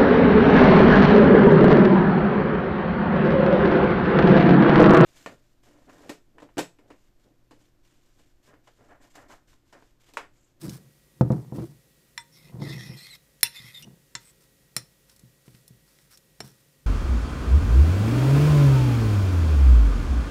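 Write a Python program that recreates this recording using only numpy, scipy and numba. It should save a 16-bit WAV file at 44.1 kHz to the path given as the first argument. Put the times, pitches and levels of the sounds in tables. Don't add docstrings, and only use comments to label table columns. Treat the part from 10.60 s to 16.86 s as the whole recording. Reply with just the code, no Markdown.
import sys
import numpy as np
from scipy import signal
from scipy.fft import rfft, irfft
from scipy.io import wavfile
from scipy.ndimage import uniform_filter1d
from numba import njit

SR = 44100
rng = np.random.default_rng(int(sys.argv[2]) if len(sys.argv) > 2 else 0)


def int16_out(signal):
    q = np.round(np.clip(np.atleast_2d(signal).T, -1, 1) * 32767)
    wavfile.write(sys.argv[1], SR, q.astype(np.int16))


N = 276066
TIME = np.arange(N) / SR
RING_TIME = TIME[:SR // 3]
TOP_HZ = 15400

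# f/Hz, level/dB, t60/s
BOWL_MODES = [(938, -3, 0.12), (2017, -8, 0.096), (2880, -20, 0.083), (3530, 1.5, 0.081), (5420, 1, 0.082),
              (5780, -13.5, 0.16), (7485, -7.5, 0.052), (9570, -4.5, 0.067), (11930, -17, 0.079),
              (14800, -13, 0.065)]
# f/Hz, level/dB, t60/s
SPOON_MODES = [(1500, -20, .015), (1881, 1, 0.0075), (2324, -10, 0.038), (4160, 6, 0.02), (4660, -2, .015),
               (5400, 2.5, 0.04), (7390, -2, 0.031), (9690, -3.5, .03), (10400, -3.5, 0.027),
               (11000, -4.5, .03), (11940, -4.5, 0.019), (13500, -13.5, .03)]
# f/Hz, level/dB, t60/s
COUNTER_MODES = [(123.2, -9.5, 0.16), (145.5, 0.5, 0.074), (193, 0.5, 0.027), (218, -9.5, 0.025),
                 (298.7, -9, 0.06), (378, -13.5, 0.17), (506, -12, 0.12), (650, -9, .05), (874, -10, 0.027)]
# t/s, level/dB, counter thump/dB, bowl ring/dB, rim extra/dB, spoon ring/dB,
# then 4 x tone/dB, low to high
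WALL_HITS = [(1.5774, -31.5, -56, -1, -2.5, -2.5, 8.5, -4.8, -6, -11),
             (2.8310, -18.5, -42, -5.5, -1.5, 4, -3, 1.5, -4, 6.5),
             (3.552, -23, -45.5, -26.5, 12, -7.5, 1, -6, 4.5, -22),
             (4.1652, -25, -35.5, -6.5, -12.5, -5.5, -0.5, -0.35, 6.5, 3.5),
             (5.804, -30.5, -39, -2, -16.5, -2.5, 0, -5.4, -6, -14)]
# f/Hz, level/dB
RUB_SPECTRUM = [(80, -34), (250, -14), (330, 9.5), (600, -1.5), (950, -1), (1400, -12), (2200, -21),
                (4000, -53.5)]
# f/Hz, level/dB
PASTE_SPECTRUM = [(300, -12.5), (1400, 6), (2800, -1.5), (5400, 6.5), (6600, -1), (8000, 4), (15000, -2)]


def undb(db):
    return 10 ** (np.asarray(db) / 20)


def unit(x):
    return x / np.sqrt(np.mean(x ** 2))


def fade(t60_s):
    return np.exp(-np.log(1000) * RING_TIME / t60_s)


def ring_noise():
    return rng.standard_normal(len(RING_TIME))


def add(out, start_s, x):
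    i = max(int(start_s * SR), 0)
    out[i:i + len(x)] += x[:N - i]


def colour(x, points):
    size = 4096
    hz, db = np.transpose(points)
    bins_hz = np.arange(size // 2 + 1) * SR / size
    gain = undb(np.interp(np.log(bins_hz + 1), np.log(hz), db))
    cepstrum = irfft(np.log(gain))
    cepstrum[1:size // 2] *= 2
    cepstrum[size // 2 + 1:] = 0
    return signal.fftconvolve(x, irfft(np.exp(rfft(cepstrum))))[:len(x)]


@njit
def svf(x, hz, width_hz):
    y, mid, low = np.empty(len(x)), 0., 0.
    for i in range(len(x)):
        g, damping = np.tan(np.pi * hz[i] / SR), width_hz / hz[i]
        v = (mid + g * (x[i] - low)) / (1 + g * (g + damping))
        mid, low, y[i] = 2 * v - mid, low + 2 * g * v, damping * v
    return y


def band(x, hz, width_hz):
    return svf(x, hz + np.zeros(len(x)), float(width_hz))


def ring(modes):
    return sum(undb(db) * fade(t60_s) * np.sin(2 * np.pi * hz * RING_TIME) for hz, db, t60_s in modes)


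def walk(rate_hz):
    return 1.2 * np.interp(TIME * rate_hz, np.arange(2000), rng.standard_normal(2000))


def grains(rate_hz, spread_db=0):
    impulses = (rng.random(N) < rate_hz / SR) * rng.standard_normal(N)
    return unit(impulses * undb(spread_db * np.minimum(rng.exponential(size=N), 4)))


def stroke(start_s, length_s, attack_s, release_s):
    ramp = np.minimum((TIME - start_s) / attack_s, (start_s + length_s - TIME) / release_s)
    return np.sin(np.pi / 2 * np.clip(ramp, 0, 1)) ** 2


def background(air_db=-62.5, waver=0.001):
    # f/Hz, level/dB
    hum_lines = [(48.4, -78), (538.5, -78), (1911, -79)]
    # f/Hz, level/dB
    air_spectrum = [(15, -45.5), (25, -12), (55, -2.5), (91, -13.5), (144, 2), (178, -6.5), (253, -10),
                    (495, -12), (537, -15), (804, -22), (1490, -22), (1850, -20.5), (2920, -21.5),
                    (14300, -23), (15500, -26)]
    warped_s = np.cumsum(1 + waver * walk(13)) / SR
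    hum = sum(undb(db) * np.sqrt(2) * np.sin(2 * np.pi * hz * warped_s) for hz, db in hum_lines)
    return hum + undb(air_db) * unit(colour(rng.standard_normal(N), air_spectrum))


def kitchen(x, wet_db=-16, t60_s=0.23, gap_s=0.0073):
    tail = ring_noise() * fade(t60_s) * (RING_TIME > gap_s)
    tail = colour(tail / np.linalg.norm(tail), [(150, 11.5), (1000, 2.5), (5000, 0.5), (14000, -9.5)])
    return x + undb(wet_db) * signal.fftconvolve(x, tail)[:N]


def drags(judder_db=-2, judder_band_hz=(105, 260), rub_db=-38, drone_db=-32.5, drone_hz=141):
    # peak t/s, level/dB, rise/(dB/s), fall/(dB/s)
    shoves = [(.05, -35, 382, 119), (.66, -36.5, 260, 89), (.725, -20.5, 796, 300.5),
              (.995, -28.5, 240.5, 206), (2.04, -31, 123.5, 85), (2.305, -40.5, 300, 249.5),
              (3.28, -44.5, 216, 242), (5.835, -42, 697.5, 274)]
    gain = sum(undb(db - np.maximum(rise * (peak_s - TIME), fall * (TIME - peak_s)))
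               for peak_s, db, rise, fall in shoves)
    speed = gain / gain.max()
    judder = signal.fftconvolve(grains(1200), ring(COUNTER_MODES))[:N]
    judder = unit(signal.lfilter(*signal.butter(1, judder_band_hz, "bandpass", fs=SR), judder))
    rub = unit(colour(grains(600, spread_db=2.5), RUB_SPECTRUM))
    drone = band(rng.standard_normal(N), drone_hz, width_hz=22)
    drone = unit(band(drone, drone_hz, width_hz=44))
    return (undb(judder_db) * gain * judder + undb(rub_db) * speed ** 0.82 * rub
            + undb(drone_db) * speed ** 0.74 * drone)


def thud(corner_hz, knock_db, knock_t60_s=0.055, contact_s=0.0002):
    knock = undb(knock_db) * fade(knock_t60_s) * unit(colour(ring_noise(), RUB_SPECTRUM))
    impact = (ring(COUNTER_MODES) + knock) * (1 - np.exp(-RING_TIME / contact_s))
    return signal.lfilter(*signal.butter(2, corner_hz, fs=SR), impact)


def bumps(rock_s=0.0225, rock_db=-16):
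    # t/s, level/dB, low-pass corner/Hz
    impacts = [(0.054, -33, 483), (0.084, -26, 287), (0.6101, -8.5, 1250), (0.704, -13, 1010),
               (.750, -25.5, 300), (.923, -28, 990), (.956, -39, 1200), (.984, -24, 950),
               (1.942, -30, 160), (2.0201, -27.5, 1190), (2.167, -35.5, 250), (2.296, -32.5, 170),
               (3.000, -44, 200), (3.043, -42.5, 196), (4.635, -44.5, 259), (4.879, -44.5, 497),
               (4.945, -47, 300), (5.106, -44.5, 277)]
    out = np.zeros(N)
    for start_s, db, corner_hz in impacts:
        add(out, start_s, undb(db) * thud(corner_hz, knock_db=-10))
        add(out, start_s + rock_s, undb(db + rock_db) * thud(0.55 * corner_hz, knock_db=-19.5))
    for start_s, _, thump_db, *_ in WALL_HITS:
        add(out, start_s, undb(thump_db) * thud(corner_hz=1800, knock_db=-4))
    return out


def smears(patchy_db=2, smack_db=-9, smack_t60_s=0.017):
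    # t/s, length/s, level/dB
    swishes = [(0, 0.24, -51.5), (0.672, 0.22, -63.5), (0.928, 0.25, -60.5), (3.594, 0.17, -64),
               (3.798, 0.085, -64), (4.477, 0.082, -60), (4.842, 0.25, -67.5), (5.251, 0.32, -67),
               (5.496, 0.078, -56.5), (5.823, 0.11, -56), (5.9, 0.31, -68.5)]
    gain = sum(undb(db) * stroke(start_s, length_s, attack_s=0.019, release_s=0.59 * length_s)
               for start_s, length_s, db in swishes)
    swish = grains(3000) * undb(patchy_db * walk(56))
    smacks = signal.fftconvolve(grains(40, spread_db=-5), ring_noise() * fade(smack_t60_s))[:N]
    return gain * unit(colour(swish + undb(smack_db) * unit(smacks), PASTE_SPECTRUM))


def squeaks(scatter_cycles=0.075, third_db=-9, flutter=0.34, rim_hz=3600, lock_width_hz=250):
    # t/s, length/s, start f/Hz, end f/Hz, level/dB, overtone/dB
    catches = [(0.023, 0.055, 318.5, 297, -40.5, -39), (0.935, 0.12, 289.2, 336.4, -39, -25),
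               (1.98, 0.15, 299.8, 325, -43, -17), (1.594, 0.033, 8600, 8100, -56, -20),
               (1.717, 0.068, 5400, 5500, -61, -10), (2.095, 0.049, 3610, 3565, -53, -23),
               (2.114, 0.26, 5580, 5440, -57.5, -13), (2.363, 0.12, 4070, 4330, -51.5, -8),
               (2.49, 0.065, 4270, 3730, -50.5, -9), (2.84, 0.038, 2540, 2785, -37.5, -3.5),
               (2.954, 0.049, 3576, 3555, -46.5, -13), (3.138, 0.061, 3715, 3530, -46, -18),
               (3.221, 0.03, 2915, 2760, -50, -4), (3.64, 0.08, 8150, 8000, -60.5, -17),
               (5.536, 0.029, 5500, 5470, -59, -15.5), (5.832, 0.081, 5730, 5550, -68, -12)]
    out = np.zeros(N)
    for start_s, length_s, start_hz, end_hz, db, overtone_db in catches:
        n = int(length_s * SR)
        lock = 0.65 * np.exp(-((end_hz - rim_hz) / lock_width_hz) ** 2)
        cycles = np.cumsum(np.linspace(start_hz, end_hz, n)) / SR
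        drift = np.interp(cycles, np.arange(1000), np.cumsum(rng.standard_normal(1000)))
        phase = 2 * np.pi * (cycles + scatter_cycles * (1 - lock) * drift)
        partials = enumerate([0, overtone_db, overtone_db + third_db], 1)
        tone = sum(undb(part_db) * np.sin(k * phase) for k, part_db in partials if k * start_hz < TOP_HZ)
        grip = 1 + flutter * unit(uniform_filter1d(rng.standard_normal(n), size=100))
        add(out, start_s, undb(db) * unit(tone * grip * signal.windows.tukey(n, 0.4)))
    return out


def wandering(slips, modes, patchy_db, drift):
    out = np.zeros(N)
    for k, (hz, width_hz, db) in enumerate(modes):
        gain = undb(db + patchy_db * walk(29))
        out += (-1) ** k * gain * band(slips, hz * (1 + drift * walk(28)), width_hz)
    return unit(out)


def scrapes(body_db=-3, grit_db=-2, hiss_db=-7, chatter_db=3, unsteady_db=1.47, grit_top_hz=11000):
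    # t/s, length/s, level/dB, slope/(dB/s), treble/dB, spoon start f/Hz, end f/Hz
    sweeps = [(1.705, 0.22, -60, 16, -63, 2140, 2060), (1.985, 0.59, -43.5, -21, -57, 1950, 2060),
              (2.89, 0.345, -50.5, -11, -57.5, 2005, 2140), (3.576, .145, -62.5, -40, -66, 2050, 2100)]
    # f/Hz, width/Hz, level/dB
    body_modes = [(1350, 480, -10.5), (2042, 34, -7), (2484, 165, 5.5), (3200, 72, 3.5), (3736, 940, 1.5),
                  (5124, 220, 1), (5330, 73, 7)]
    # f/Hz, width/Hz, level/dB
    grit_modes = [(6980, 280, -4.5), (7900, 150, 2.5), (9000, 760, -5.5), (10100, 99, 13), (12200, 840, 12),
                  (13900, 940, 1)]
    gain, treble_gain, glide = 0, 0, []
    for start_s, length_s, db, db_per_s, treble_db, start_hz, end_hz in sweeps:
        contact = stroke(start_s, length_s, attack_s=0.071, release_s=0.023)
        gain += contact * undb(db + db_per_s * np.clip(TIME - start_s, 0, length_s))
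        treble_gain += contact * undb(treble_db)
        glide += [(start_s, start_hz), (start_s + length_s, end_hz)]
    spoon_hz = np.interp(TIME, *np.transpose(glide)) * (1 + 0.024 * walk(30))
    slips = grains(4000, spread_db=2) * undb(1.3 * walk(90))
    body = wandering(slips, body_modes, patchy_db=3.5, drift=0.008)
    grit = wandering(slips, grit_modes, patchy_db=2.5, drift=0.022)
    grit = signal.lfilter(*signal.butter(2, grit_top_hz, fs=SR), grit)
    pressure = (gain / gain.max()) ** 0.42 * undb(chatter_db * walk(25))
    spoon = band(slips, spoon_hz, width_hz=150)
    spoon = pressure * unit(band(spoon, spoon_hz, width_hz=600))
    treble = undb(grit_db) * grit + undb(hiss_db) * unit(colour(slips, PASTE_SPECTRUM))
    return undb(unsteady_db * walk(21)) * (gain * (undb(body_db) * body + spoon) + treble_gain * treble)


def ticks(bowl_db=-20, spoon_db=-14, t60_s=0.03):
    # t/s, level/dB, centre f/Hz
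    clicks = [(0.0944, -36.5, 5400), (0.611, -42, 2600), (0.719, -49, 5150), (2.809, -49.5, 5000),
              (3.224, -44, 5970), (4.497, -50.5, 4600), (4.5625, -53, 9100), (4.5943, -52.5, 8000),
              (4.88, -54, 1380), (4.949, -53.5, 2920), (5.079, -46, 10100), (5.387, -56, 2180),
              (5.574, -47, 6960), (5.805, -33.5, 640)]
    ringing = undb(bowl_db) * ring(BOWL_MODES) + undb(spoon_db) * ring(SPOON_MODES)
    out = np.zeros(N)
    for start_s, db, hz in clicks:
        snap = unit(band(ring_noise(), hz, width_hz=hz)) * fade(t60_s)
        add(out, start_s, undb(db) * (snap + band(ringing, hz, width_hz=2 * hz)))
    return out


def struck(modes, spread_db, detune):
    draws = rng.standard_normal((len(modes), 2))
    return [(hz * (1 + detune * load), db - spread_db * weight, t60_s)
            for (hz, db, t60_s), (load, weight) in zip(modes, draws)]


def clinks(crack_db=3, crack_t60_s=0.0098, rattle_db=-13, rattle_t60_s=0.091, contact_s=0.00012,
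           rim_below_hz=4000):
    # f/Hz, level/dB
    crack_spectrum = [(300, -20), (900, 2), (1800, 3), (5000, -0.5), (8000, -5), (12000, -4), (15000, -11)]
    tone_hz = [1500, 4500, 7500, 11000]
    crack_decay = undb(crack_db) * fade(crack_t60_s) + undb(rattle_db) * fade(rattle_t60_s)
    onset = 1 - np.exp(-RING_TIME / contact_s)
    out = np.zeros(N)
    for start_s, db, _, bowl_db, rim_db, spoon_db, *tone_db in WALL_HITS:
        crack = unit(colour(ring_noise(), crack_spectrum)) * crack_decay
        bowl = ring([(hz, mode_db + bowl_db + rim_db * (hz < rim_below_hz), t60_s)
                     for hz, mode_db, t60_s in BOWL_MODES])
        spoon = ring(struck(SPOON_MODES, spread_db=3, detune=0.0092))
        hit = (undb(spoon_db) * spoon + bowl + crack) * onset
        add(out, start_s, undb(db) * colour(hit, [(300, -21.5), *zip(tone_hz, tone_db)]))
    return out


def scene():
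    # f/Hz, gain/dB
    radiation = [(25, -23), (50, -15.5), (72, -5.5), (95, -15.5), (122, 1), (300, 0), (1000, -1.5)]
    spoon = clinks() + ticks() + scrapes() + squeaks() + smears()
    counter = colour(bumps() + drags(), radiation)
    return (kitchen(spoon + counter) + background())[None]


def record(dry):
    lowpass = signal.ellip(8, 0.2, 70, TOP_HZ, fs=SR, output="sos")
    return signal.sosfilt(lowpass, np.clip(dry, -1, 1))


dry = scene()
out = record(dry)
int16_out(out)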